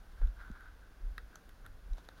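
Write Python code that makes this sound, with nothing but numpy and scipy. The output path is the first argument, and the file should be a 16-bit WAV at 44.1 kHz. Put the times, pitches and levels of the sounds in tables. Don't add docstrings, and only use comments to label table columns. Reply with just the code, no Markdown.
import sys
import numpy as np
from scipy import signal
from scipy.fft import rfft, irfft
from scipy.io import wavfile
from scipy.ndimage import uniform_filter1d

SR = 44100
rng = np.random.default_rng(int(sys.argv[2]) if len(sys.argv) > 2 else 0)


def waveform_to_disk(signal):
    frames = np.transpose(np.atleast_2d(signal))
    scaled = np.clip(frames, -1, 1) * 32767
    samples = np.round(scaled).astype(np.int16)
    wavfile.write(sys.argv[1], SR, samples)


N = 97020
T = np.arange(N) / SR


def undb(db):
    return 10 ** (np.asarray(db) / 20)


def unit(x):
    return x / np.sqrt(np.mean(x ** 2) + 1e-30)


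def equalise(x, curve):
    hz, db = np.array(curve, float).T
    freqs = np.maximum(np.arange(N // 2 + 1) * SR / N, .1)
    gain = undb(np.interp(np.log(freqs), np.log(hz), db))
    low_cut = np.minimum(freqs / hz[0], 1) ** 2
    return unit(irfft(rfft(x) * gain * low_cut, N))


def resonate(x, hz, width):
    edges = np.clip([hz - width / 2, hz + width / 2], 5, SR * .45)
    band = signal.butter(2, edges, "band", fs=SR, output="sos")
    return signal.sosfilt(band, x) * np.sqrt(SR / 2 / width)


def drift(rate_hz):
    hold = int(SR / rate_hz)
    stepped = np.repeat(rng.standard_normal(N // hold + 1), hold)
    return unit(uniform_filter1d(uniform_filter1d(stepped, hold), hold)[:N])


def swell(at, rise, decay, crest_s=1e-4):
    before = np.minimum(T - at, 0)
    after = np.hypot(np.maximum(T - at, 0), crest_s) - crest_s
    return np.exp(-(before / rise) ** 2 - after / decay)


def ring(at, hz, decay):
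    age = np.maximum(T - at, 0)
    return np.sin(2 * np.pi * hz * age) * np.exp(-age / decay)


# f/Hz, gain/dB
HISS_EQ = [(65, -12), (110, -3), (147, 0), (305, -4), (383, -6), (462, -5.5), (556, -6.5), (792, -8),
           (879, -12), (1230, -9), (1300, -9.5), (1540, -4.5), (1780, -12), (2190, -16.5), (2380, -18.5),
           (2640, -17.5), (3120, -20.5), (3390, -19), (3840, -21.5), (4730, -21), (7020, -26), (7960, -32),
           (9200, -26), (14800, -28.5), (15800, -29)]
WIND_EQ = [(10, -16.5), (22, -1), (32, -0.5), (50, -3), (65, -13), (90, -16), (130, -29.5), (250, -38.5),
           (1000, -78)]


def air(hiss_db=-64.5, waver_db=.62, wind_db=-55, gust_db=2):
    hiss, wind = rng.standard_normal((2, N))
    hiss = equalise(hiss, HISS_EQ) * undb(hiss_db + waver_db * drift(rate_hz=7.47))
    wind = equalise(wind, WIND_EQ) * undb(wind_db + gust_db * drift(rate_hz=7.22))
    return hiss + wind


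def rustle(swells, eq, floor=0, grains_per_s=4000, spread_db=2.6):
    sizes = undb(spread_db * np.minimum(rng.exponential(size=N), 5))
    grains = (rng.random(N) < grains_per_s / SR) * sizes * rng.choice([-1, 1], N)
    power = sum((undb(db) * swell(at, rise, decay)) ** 2 for at, db, rise, decay in swells)
    return equalise(grains, eq) * np.sqrt(power + floor ** 2)


# peak t/s, level/dB, attack/s, decay/s
CRACKLES = [(.121, -67.5, 0.0063, 0.013), (.195, -72.5, .02, 0.082), (.41, -71.5, 0.023, .09),
            (.64, -72, 0.029, 0.074), (1.978, -60.5, 0.01, 0.021), (2.05, -65.5, .008, 0.012),
            (2.182, -65.5, 0.015, 0.025)]
# f/Hz, gain/dB
CRACKLE_EQ = [(1000, 9), (2600, -5), (3800, 3), (5000, -7.5), (6300, -7.5), (8000, -16.5), (12000, -14),
              (16000, -24)]


def leaf_crackle():
    return rustle(CRACKLES, CRACKLE_EQ, floor=undb(-80))


# peak t/s, level/dB, attack/s, decay/s
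SWISHES = [(.195, -62, 0.035, 0.0094), (.228, -58.5, 0.013, 0.033), (.406, -54.5, 0.028, 0.11),
           (.568, -56.5, 0.036, 0.039), (.611, -58, 0.01, 0.054), (.676, -60, 0.045, .04),
           (.84, -66, 0.042, 0.035), (1.203, -66, 0.013, 0.017), (1.35, -62.5, 0.038, 0.032),
           (1.465, -67.5, .008, 0.024), (1.654, -55.5, 0.009, 0.017), (2.12, -68, 0.015, 0.056),
           (2.186, -64, 0.019, .03)]
# f/Hz, gain/dB
SWISH_EQ = [(200, -22), (900, -7.5), (1230, -1), (1540, 9.5), (1800, -7), (2200, -13.5), (2800, -25),
            (3500, -16.5), (5000, -31), (8000, -50), (16000, -42)]


def brush_swish():
    return rustle(SWISHES, SWISH_EQ)


# t/s, low band/dB, body band/dB, wood ring/dB, 4
# kHz band/dB, 6 kHz band/dB, 11 kHz band/dB
SNAPS = [(.2148, -47, -52, -68, -68, -76, -78), (.2722, -68, -56, -67, -56, -66, -72),
         (.5142, -66, -58, -66, -64, -62, -67), (.6072, -70, -49, -60, -63, -71, -64),
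         (1.1795, -70, -36, -38, -44.5, -60, -53), (1.3558, -55, -47, -56, -50, -45.5, -55),
         (1.4915, -72, -55, -64, -59, -65, -58), (1.6625, -69, -44, -62, -53, -66, -53),
         (1.9326, -72, -64, -62, -55, -57, -74), (1.981, -48.5, -56, -62, -61, -62, -74),
         (2.0873, -45, -44.5, -62, -45, -56, -59)]
# f/Hz, width/Hz, decay/s, delay/s
SNAP_BANDS = [(638, 536, 0.001, 0.000073), (1455, 470, 0.001, 0.00027), (3790, 1010, 0.00062, 0.0003),
              (6170, 1300, 0.00061, 0.000063), (11250, 4600, 0.00077, 0.00009)]
# f/Hz, level/dB, decay/s
WOOD_MODES = [(1910, -4.5, 0.0049), (2640, -15.5, .004), (3290, -13, 0.0024), (3900, -10, 0.0014),
              (4960, -22.5, 0.0055)]
# f/Hz, gain/dB
MIC_EQ = [(20, 3.5), (6900, -2.5), (7800, 0), (8500, -6), (9600, -3.5), (12500, 0), (13300, -9),
          (16000, -8)]


def twig_snaps(tail_db=-26.5, tail_s=.024, wood_trim_db=-1, wood_lag_s=.00109):
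    out, size = np.zeros(N + SR), SR // 10
    age = np.arange(size) / SR
    for at, low_db, body_db, wood_db, *treble_dbs in SNAPS:
        for db, (hz, width, decay, delay) in zip([low_db, body_db, *treble_dbs], SNAP_BANDS):
            fibres, scatter = rng.standard_normal((2, size))
            burst = fibres * age * np.exp(-age / decay)
            crack = unit(resonate(burst, hz, width)) * np.sqrt(decay / age[-1])
            tail = undb(tail_db) * resonate(scatter * np.exp(-age / tail_s), hz, width)
            start = int((at + delay) * SR)
            out[start:start + size] += undb(db) * (crack + tail)
        wood = sum(undb(db) * ring(at + wood_lag_s, hz, decay) for hz, db, decay in WOOD_MODES)
        out[:N] += undb(wood_db) * wood
    return equalise(out[:N], MIC_EQ) * np.std(out[:N])


# peak t/s, level/dB, attack/s, decay/s
CRUNCHES = [(.2185, -51.5, .004, 0.018), (1.648, -59.5, 0.022, 0.01), (1.984, -56.5, 0.0085, 0.013),
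            (2.10, -77, 0.004, 0.016), (2.19, -70, 0.019, .03)]
# f/Hz, gain/dB
CRUNCH_EQ = [(100, 32), (300, 8.5), (800, 6), (1500, 8.5), (2200, -9), (4000, -33), (8000, -67),
             (16000, -34)]


def leaf_crunch():
    return rustle(CRUNCHES, CRUNCH_EQ)


# peak t/s, level/dB, f/Hz, attack/s, decay/s
STEPS = [(0.245, -19, 34.1, 0.029, 0.018), (.283, -25, 40.7, 0.025, 0.013),
         (.385, -46.5, 43.3, 0.028, 0.029), (0.848, -48, 37, 0.021, 0.058),
         (1.05, -30.5, 32.1, 0.02, 0.057), (1.124, -37.5, 43.3, 0.015, 0.015),
         (1.238, -41.5, 44, .015, 0.022), (1.87, -41, 37, 0.014, 0.0095), (1.926, -27, 32.4, 0.019, 0.016)]


def footfalls(glide_oct_per_s=3.3, grit_db=-19):
    grit = undb(grit_db) * unit(resonate(rng.standard_normal(N), hz=55.6, width=27.7))
    out = np.zeros(N)
    for at, db, hz, rise, decay in STEPS:
        octaves = np.clip(glide_oct_per_s * (T - at), -1, 1)
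        cycles = np.cumsum(hz * 2 ** octaves) / SR
        thud = -np.sin(2 * np.pi * (cycles - np.interp(at, T, cycles)))
        out += undb(db) * swell(at, rise, decay, crest_s=.0055) * (thud + grit)
    return out


# t/s, level/dB, f/Hz, decay/s, thud level/dB
KNOCKS = [(0.5017, -37, 207.5, 0.007, -32.5)]


def knock(thud_hz=43, thud_decay_s=.014, lag_s=.0106):
    return sum(undb(db) * ring(at, hz, decay) + undb(thud_db) * ring(at + lag_s, thud_hz, thud_decay_s)
               for at, db, hz, decay, thud_db in KNOCKS)


def scene():
    foliage = leaf_crunch() + brush_swish() + leaf_crackle()
    return (foliage + twig_snaps() + footfalls() + knock() + air())[None]


def record(dry, cutoff_hz=15850):
    return signal.sosfilt(signal.ellip(10, .2, 70, cutoff_hz, fs=SR, output="sos"), dry)


dry = scene()
out = record(dry)
waveform_to_disk(out)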